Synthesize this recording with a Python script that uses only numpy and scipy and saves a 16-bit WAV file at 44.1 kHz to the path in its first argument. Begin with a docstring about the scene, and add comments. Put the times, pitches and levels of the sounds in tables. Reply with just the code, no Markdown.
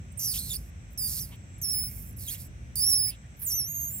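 """A low outdoor rumble with faint insects, then a tiny chirp and the first of six thin, very high squeaks
beside a displaying peacock on sand. Each squeak is air squeezed through a tight, wet opening: it
whistles where the opening vibrates cleanly and breaks into a sputtering hiss where it does not.
Chirps come as the opening parts, soft puffs as it lets go. Far birds call faintly."""
import sys
import numpy as np
from scipy import signal
from scipy.fft import rfft, irfft, next_fast_len
from scipy.io import wavfile
from scipy.ndimage import map_coordinates

SR = 44100
rng = np.random.default_rng(int(sys.argv[2]) if len(sys.argv) > 2 else 0)


def store_pcm(level_fs):
    """Save levels as 16-bit WAV."""
    pcm = np.round(np.clip(level_fs, -1, 1) * 32767).astype(np.int16)
    wavfile.write(sys.argv[1], SR, np.atleast_2d(pcm).T)


N = 176400
TIME_S = np.arange(N) / SR
TOP_HZ, JITTER_PER_S = 15950, 1500


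def amp(db):
    """Decibels to gain."""
    return 10 ** (np.asarray(db) / 20)


def unit(x):
    """Scaled to rms 1."""
    return x / np.sqrt(np.mean(x ** 2) + 1e-20)


def over_hz(points, hz):
    """(Hz, value) points read on a log axis."""
    knots_hz, values = np.transpose(points)
    return np.interp(np.log(hz + 1), np.log(knots_hz + 1), values)


def over_time(points):
    """(s, value) points, one value per sample."""
    return np.interp(TIME_S, *np.transpose(points))


def wobble(knots_per_s):
    """Smooth random curve."""
    return map_coordinates(rng.standard_normal(N // 8), [TIME_S * knots_per_s], mode="wrap")


def arch(start_s, length_s):
    """Half sine, zero elsewhere."""
    return np.sin(np.pi * np.clip((TIME_S - start_s) / length_s, 0, 1))


def filtered(x, response):
    """x through a frequency response."""
    size = next_fast_len(N + SR // 2)
    return irfft(rfft(x, size) * response(np.fft.rfftfreq(size, 1 / SR)), size)[..., :N]


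def lowpass(hz):
    """Steep edge at TOP_HZ."""
    return np.clip((TOP_HZ - hz) / 350 + .5, 0, 1) ** 2


def rush(centre_hz, width_oct=0.37):
    """Air noise in a soft band."""
    band = lambda hz: np.exp(-.5 * (np.log2((hz + 1) / centre_hz) / width_oct) ** 2)
    return unit(filtered(rng.standard_normal(N), band))


def glides(rows, jitter, bend):
    """Short rough glides; a larger bend nears the end pitch sooner."""
    scatter = 1 + jitter * wobble(JITTER_PER_S)
    tones = np.zeros(N)
    for start_s, length_s, start_hz, end_hz, db in rows:
        remaining = 1 - np.clip((TIME_S - start_s) / length_s, 0, 1)
        hz = (end_hz + (start_hz - end_hz) * remaining ** bend) * scatter
        tones += amp(db) * arch(start_s, length_s) * np.sin(2 * np.pi * np.cumsum(hz) / SR)
    return tones


# Background width (frequency [Hz], left-right correlation [-1..1])
CORRELATION = [(60, 0.97), (180, 0.92), (350, 0.59), (700, 0.33), (1300, -0.65), (2500, 0.16),
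               (5000, -0.03)]
def ambience(spectrum):
    """Stereo noise, nearly mono in the bass."""
    def response(hz):
        angle = np.arccos(np.clip(over_hz(CORRELATION, hz), -1, 1)) / 2
        return amp(over_hz(spectrum, hz)) * [np.cos(angle), np.sin(angle)]
    mid, side = filtered(rng.standard_normal((2, N)), response)
    return unit(np.array([mid + side, mid - side]))


# Rumble spectrum (frequency [Hz], relative density [dB])
RUMBLE_SPECTRUM = [(20, -51), (31, -34), (40, -21.5), (52, 0.5), (80, -1), (120, -4), (160, -8),
                   (250, -18.5), (400, -29.5), (600, -35), (900, -59.5)]
# Rumble swells (time [s], gain [dB])
RUMBLE_SWELLS = [(0, 1.5), (0.15, -0.5), (0.61, 3), (0.66, -1.5), (0.95, -1.5), (1.1, 2.5), (1.5, -1.5),
                 (1.8, 2.5), (2.4, 0.5), (2.7, 0), (3, 1), (3.2, -4), (3.4, -3), (3.6, -0.5), (4, -0.5)]
def rumble(level_db=-43):
    """Distant rumble, slowly swelling."""
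    return amp(level_db + over_time(RUMBLE_SWELLS)) * ambience(RUMBLE_SPECTRUM)


# Open-air spectrum (frequency [Hz], relative density [dB])
AIR_SPECTRUM = [(300, -26), (520, -2), (720, -3), (950, -8.5), (1400, -4.5), (2400, -3.5), (3000, -10),
                (3900, -14), (4800, -21), (6000, -6), (7000, -18.5), (8000, -8), (8800, -21), (11000, -27),
                (16000, -35)]
def open_air(level_db=-59.5):
    """Faint, steady outdoor hiss."""
    return amp(level_db) * ambience(AIR_SPECTRUM)


# Insect loudness (time [s], level [dB])
INSECT_LEVELS = [(0, -67), (0.7, -67), (0.9, -68.5), (1.5, -65.5), (2.15, -61), (2.48, -67), (2.54, -86),
                 (2.75, -79.5), (3.15, -68), (3.35, -69), (4, -69)]
def insects(centre_hz=7660, width_hz=148, pulse_db=4, pulse_per_s=24.42):
    """A thin, shrill noise band, pulsing unevenly."""
    band = lambda hz: np.exp(-.5 * ((hz - centre_hz) / width_hz) ** 2)
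    shrill = unit(filtered(rng.standard_normal((2, N)), band))
    return amp(over_time(INSECT_LEVELS) + pulse_db * wobble(pulse_per_s)) * shrill


# Chirps (time [s], length [s], start pitch [Hz], end pitch [Hz], level [dB])
PARTING_CHIRPS = [(0.116, 0.019, 9700, 7800, -51), (.122, .009, 15800, 14800, -57),
                  (.905, 0.0079, 16100, 13500, -60), (0.918, 0.0093, 13400, 9000, -55),
                  (0.928, .011, 15900, 15000, -52), (1.579, 0.018, 15100, 9100, -53),
                  (2.119, 0.018, 8000, 11900, -51), (2.163, .022, 15800, 10100, -42)]
def chirps():
    """Tiny glides as the opening parts."""
    return glides(PARTING_CHIRPS, jitter=0.021, bend=2.0)


# Harmonics 1-5 (relative level [dB])
HARMONICS_DB = [2.5, -1, -4.5, -34, -19]
# Resonances colouring the whistle (frequency [Hz], gain [dB])
RESONANCES = [(2500, -2), (3500, -7), (5300, -4.5), (6500, -3), (8000, -2), (9000, 5.5), (10500, 2.5),
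              (12000, 1.5), (13500, 7.5), (15500, -1.5)]
# Every second cycle weaker (start [s], end [s], relative level of in-between tones [dB])
PERIOD_DOUBLING = [(0.405, 0.49, -7), (0.96, 1.04, -8), (3.055, 3.113, -12.5), (3.54, 3.623, -26.5),
                   (3.846, 3.996, -14)]
def whistle(pitch_hz, rough, upper_db, shimmer_db=1, catch_db=0.5):
    """The vibrating opening: harmonics whose pitch and level scatter with roughness."""
    waver = 0.00255 * wobble(110)
    jitter = .08 * wobble(JITTER_PER_S)
    flutter = .035 * wobble(220)
    phase = 2 * np.pi * np.cumsum(pitch_hz * (1 + waver + rough * (jitter + flutter))) / SR

    def partial(k):
        alias_fade = np.clip((SR / 2 - k * pitch_hz) / (SR / 8), 0, 1)
        return amp(over_hz(RESONANCES, k * pitch_hz)) * alias_fade * np.sin(k * phase)

    tone = sum(amp(db + upper_db * (k >= 3)) * partial(k) for k, db in enumerate(HARMONICS_DB, 1))
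    doubling = sum(amp(db) * np.sqrt(abs(arch(start_s, end_s - start_s)))
                   for start_s, end_s, db in PERIOD_DOUBLING)
    tone += doubling * (partial(1.5) + partial(2.5))
    scatter_db = shimmer_db * wobble(JITTER_PER_S / 2) + catch_db * wobble(130)
    return tone * amp(rough * scatter_db)


# Hiss spectrum (frequency [Hz], relative density [dB])
HISS_SPECTRUM = [(2500, 3), (4000, -2), (5400, 4), (6500, -2.5), (7500, 5), (8200, -5), (8800, 5.5),
                 (9500, -1), (10800, 6), (12000, 0), (13200, 6), (14500, 0), (16000, -8.5)]
def sputter(pitch_hz, rough, tilt_db_per_oct, pops_per_s=1300, clean_cut_db=5.5, floor_db=-19):
    """Dense wet pops in rushing air, weak below an edge just under the pitch."""
    def colour(hz):
        tilt_db = tilt_db_per_oct * np.log2((hz + 1) / 10000)
        return amp(over_hz(HISS_SPECTRUM, hz) + tilt_db) * lowpass(hz) * (hz > 1000)

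    pops = (rng.random(N) < pops_per_s / SR) * amp(-3.5 * rng.standard_normal(N))
    hiss = unit(filtered(unit(pops) + rng.standard_normal(N), colour))
    bin_hz, frame_s, spectra = signal.stft(hiss, SR, nperseg=256)
    per_frame = lambda curve: np.interp(frame_s, TIME_S, curve)
    above = lambda edge_hz: 1 / np.sqrt(1 + (edge_hz / (bin_hz[:, None] + 1)) ** 16)
    # Clean vibration leaks mainly the highest hiss.
    cut_db = clean_cut_db * per_frame(1 - rough) ** 2 * (1 - above(8400))
    gain = np.maximum(above(.88 * per_frame(pitch_hz)) * amp(-cut_db), amp(floor_db))
    return signal.istft(spectra * gain, SR, nperseg=256)[1][:N]


def squeak(rows, upper_db, tilt_db_per_oct, attack_s=0.00046, release_s=0.0088):
    """One abrupt squeeze, trading whistle and its dull friction rasp against hiss."""
    knots_s, *columns = np.transpose(rows)
    pitch_hz, whistle_db, rough, hiss_db = [np.interp(TIME_S, knots_s, column) for column in columns]
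    rough = np.clip(rough, 0, 1)
    attack = np.clip((TIME_S - knots_s[0]) / attack_s, 0, 1)
    release = np.clip(1 - (TIME_S - knots_s[-1]) / release_s, 0, 1)
    tone = whistle(pitch_hz, rough, upper_db)
    rasp = amp(-36.5) * rush(centre_hz=2790)
    hiss = amp(hiss_db - 0.5) * sputter(pitch_hz, rough, tilt_db_per_oct)
    return attack * release * (amp(whistle_db) * (tone + rasp) + hiss)


# Squeaks (time [s], pitch [Hz], whistle gain [dB], roughness [0 clean, 1 full], hiss gain [dB])
FALLING_SQUEAK = [(0.174, 9390, -48, 0.25, -49), (0.178, 8700, -38, 0.15, -44),
                  (0.188, 8400, -36.5, 0.2, -45), (0.197, 6200, -37, 0.86, -36.5),
                  (0.25, 5910, -29, 0.84, -35.5), (0.295, 5300, -30, 0.61, -35.5),
                  (0.318, 4670, -32, 0.65, -35.5), (0.332, 4530, -37.5, 0.89, -35),
                  (0.342, 3050, -46, 1.06, -32.5), (0.376, 3153, -40, 1.2, -31),
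                  (0.392, 4400, -30.5, 0.67, -36), (0.404, 4640, -40.5, 0.77, -39),
                  (0.412, 4000, -39, 0.42, -37), (0.435, 4300, -41.5, 0.35, -42),
                  (0.485, 4160, -43.5, 0.49, -39.5), (0.498, 4000, -49, 0.6, -35),
                  (0.505, 3654, -30.5, 0.31, -37), (0.529, 3454, -32.5, 0.3, -38),
                  (0.535, 4900, -37, 0.48, -31.5), (0.55, 4750, -38, 0.54, -37),
                  (0.562, 4400, -35, 0.07, -44), (0.57, 5480, -35, 0.15, -45.5),
                  (0.58, 5360, -73, 0.94, -51.5), (0.7, 5400, -82, 1, -65)]
SPUTTERING_SQUEAK = [(0.976, 6200, -36, 0.56, -49), (0.982, 5320, -34, 0.17, -47.5),
                     (1.025, 4853, -32, 0.033, -38), (1.07, 4790, -32.5, 0.053, -32.5),
                     (1.094, 4820, -50, 0.76, -30.5), (1.16, 4750, -44.5, 0.74, -33.5),
                     (1.195, 4200, -40, 0.88, -33.5), (1.203, 6060, -35, 0.22, -41),
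                     (1.216, 5750, -37.5, 0.26, -34.5), (1.24, 4930, -41, 0.26, -40.5),
                     (1.267, 4630, -60.5, 1, -50.5), (1.36, 4530, -70, 0.93, -67)]
STEADY_SQUEAK = [(1.615, 6660, -45, 0.25, -40), (1.623, 6310, -36.5, 0.32, -39),
                 (1.641, 5500, -30, 0.071, -36), (1.657, 5320, -29.5, 0.021, -40),
                 (1.712, 5447, -29, 0.024, -38), (1.737, 5230, -29.5, 0.027, -37.5),
                 (1.795, 5125, -31, 0.032, -38), (1.83, 5255, -33.5, 0.033, -45),
                 (1.862, 5290, -37.5, 0.036, -43), (1.887, 5070, -40.5, 0.1, -44.5),
                 (1.897, 5100, -66, 0.6, -43), (2.02, 5570, -78, 0.68, -46), (2.11, 5600, -79, 0.82, -53)]
HOARSE_SQUEAK = [(2.167, 6800, -74, 0.24, -56), (2.182, 5500, -69, 0.3, -51), (2.186, 5200, -55, 0.18, -44),
                 (2.198, 4600, -53, 0.29, -44), (2.22, 4380, -55, 0.51, -39.5),
                 (2.255, 4060, -52, 0.64, -44.5), (2.273, 3830, -46, 0.14, -40),
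                 (2.283, 3220, -34, 0.2, -37), (2.295, 3220, -34, 0.18, -37), (2.307, 3610, -39, 0.82, -34),
                 (2.313, 4330, -42.5, 0.21, -33.5), (2.34, 4320, -43, 0.28, -34.5),
                 (2.348, 3160, -40.5, 0.77, -41), (2.373, 3920, -60, 1, -51), (2.409, 4060, -57, 0.9, -42),
                 (2.445, 4600, -67, 0.9, -49), (2.47, 5050, -72, 0.86, -55)]
LOUDEST_SQUEAK = [(2.756, 5010, -41, 0.4, -27.5), (2.767, 4730, -34, 0.27, -37),
                  (2.795, 4690, -30, 0.16, -33), (2.812, 5110, -27, 0.25, -35),
                  (2.835, 5255, -22, 0.18, -39.5), (2.86, 5360, -23, 0.084, -32),
                  (2.883, 5620, -21, 0.07, -34.5), (2.91, 5480, -23.5, 0.2, -25.5),
                  (2.933, 5204, -22, 0.06, -36.5), (2.949, 5240, -23.5, 0.094, -42),
                  (2.957, 5600, -21.5, 0.1, -58), (2.988, 5080, -26, 0.05, -41),
                  (3.002, 5080, -24.5, 0.026, -61), (3.026, 5205, -26, 0.026, -61),
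                  (3.054, 5184, -25.5, 0.044, -41), (3.072, 5010, -31, 0.077, -44),
                  (3.087, 5326, -29.5, 0.086, -49), (3.104, 4850, -35, 0.17, -37.5),
                  (3.118, 4670, -59, 0.73, -71), (3.15, 4470, -79, 0.84, -77)]
WAVERING_SQUEAK = [(3.368, 12070, -76, 0.97, -61), (3.388, 12000, -73, 0.77, -60),
                   (3.395, 11800, -70, 0.86, -42.5), (3.432, 11220, -45, 0.42, -31),
                   (3.452, 9000, -37.5, 0.25, -38), (3.468, 7210, -30, 0.31, -42),
                   (3.495, 6420, -34, 0.23, -35.5), (3.518, 5500, -29.5, 0.243, -31),
                   (3.545, 5970, -27.5, 0.084, -41), (3.566, 6110, -29.5, 0.039, -49),
                   (3.6, 5660, -25.5, 0.028, -46), (3.625, 5340, -31.5, 0.032, -51),
                   (3.655, 5710, -35, 0.058, -59), (3.696, 6560, -38, 0.02, -66),
                   (3.74, 6670, -39, 0.026, -67), (3.765, 6400, -34, 0.03, -70),
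                   (3.79, 6600, -37, 0.025, -59), (3.815, 6450, -34, 0.05, -44),
                   (3.88, 6510, -37, 0.035, -59), (3.915, 7230, -41, 0.055, -39),
                   (3.951, 7690, -34.5, 0.06, -41.5), (3.999, 7400, -43, 0.08, -39)]
def squeaks():
    """Six squeezes, each with its own upper harmonics and hiss tilt."""
    return (squeak(FALLING_SQUEAK, upper_db=-2.5, tilt_db_per_oct=1.4)
            + squeak(SPUTTERING_SQUEAK, upper_db=0, tilt_db_per_oct=2.1)
            + squeak(STEADY_SQUEAK, upper_db=5.5, tilt_db_per_oct=8.0)
            + squeak(HOARSE_SQUEAK, upper_db=-2.5, tilt_db_per_oct=5.2)
            + squeak(LOUDEST_SQUEAK, upper_db=-1.5, tilt_db_per_oct=3.9)
            + squeak(WAVERING_SQUEAK, upper_db=.4, tilt_db_per_oct=1.2))


# Puffs (time [s], length [s], centre [Hz], level [dB])
RELEASE_PUFFS = [(0.531, 0.031, 3030, -51.5), (1.287, 0.072, 920, -60.5), (1.306, 0.058, 2730, -54),
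                 (2.25, 0.15, 2310, -55), (3.09, 0.079, 2920, -54.5)]
def puffs():
    """Dull little rushes of air as the opening lets go."""
    return sum(amp(db) * arch(start_s, length_s) * rush(centre_hz)
               for start_s, length_s, centre_hz, db in RELEASE_PUFFS)


# Bird calls (time [s], length [s], start pitch [Hz], end pitch [Hz], level [dB])
BIRD_CALLS = [(1.53, 0.081, 2200, 2180, -64), (1.72, 0.12, 2300, 1996, -59),
              (1.86, 0.089, 2153, 2210, -58.5), (1.95, 0.071, 2230, 2150, -64),
              (3.055, .07, 1900, 2740, -53), (3.22, 0.058, 1870, 1984, -62)]
def far_birds():
    """Faint, rough gliding calls."""
    return glides(BIRD_CALLS, jitter=0.096, bend=0.86)


# Level between ports (frequency [Hz], left minus right [dB])
PORT_BALANCE = [(3000, -2), (5800, 0.5), (7000, -4), (8100, -2), (8700, -22), (9200, -27), (9800, -3),
                (10300, -16.5), (11000, -14.5), (11900, -3.5), (12600, -3), (13400, -8), (15000, -1.5),
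                (16000, -2.5)]
# Phase between ports (frequency [Hz], left lead [rad])
PORT_LEAD = [(1000, 1.2), (3500, 1.42), (6500, 1.58), (7500, 2.13), (9200, 2.5), (10200, 4.3),
             (11500, 5.36), (13000, 4.95), (14500, 5.4), (16000, 7.9)]
def placed(source, echo_t60_s=0.12, echo_db=-14):
    """The source reaches two unlike microphone ports, with a short scatter from the pen around it."""
    tail_s = TIME_S[:SR // 3]
    tail = rng.standard_normal((2, len(tail_s))) * amp(-60 * tail_s / echo_t60_s) * (tail_s > .002)
    echo = signal.fftconvolve(source[None], tail / np.linalg.norm(tail[0]), axes=1)[:, :N]
    sides = np.array([[.5], [-.5]])
    direct = filtered(source, lambda hz: np.exp(1j * sides * over_hz(PORT_LEAD, hz)))

    def balance(hz):
        gains = amp(sides * over_hz(PORT_BALANCE, hz))
        return gains / np.sqrt(np.mean(gains ** 2, axis=0))

    return filtered(direct + amp(echo_db) * echo, balance)


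def scene():
    """Squeaks, chirps and puffs over the outdoor background."""
    return placed(squeaks() + chirps() + puffs()) + insects() + far_birds() + rumble() + open_air()


def record(dry):
    """Band limit at TOP_HZ."""
    return filtered(dry, lowpass)


dry = scene()
out = record(dry)
store_pcm(out)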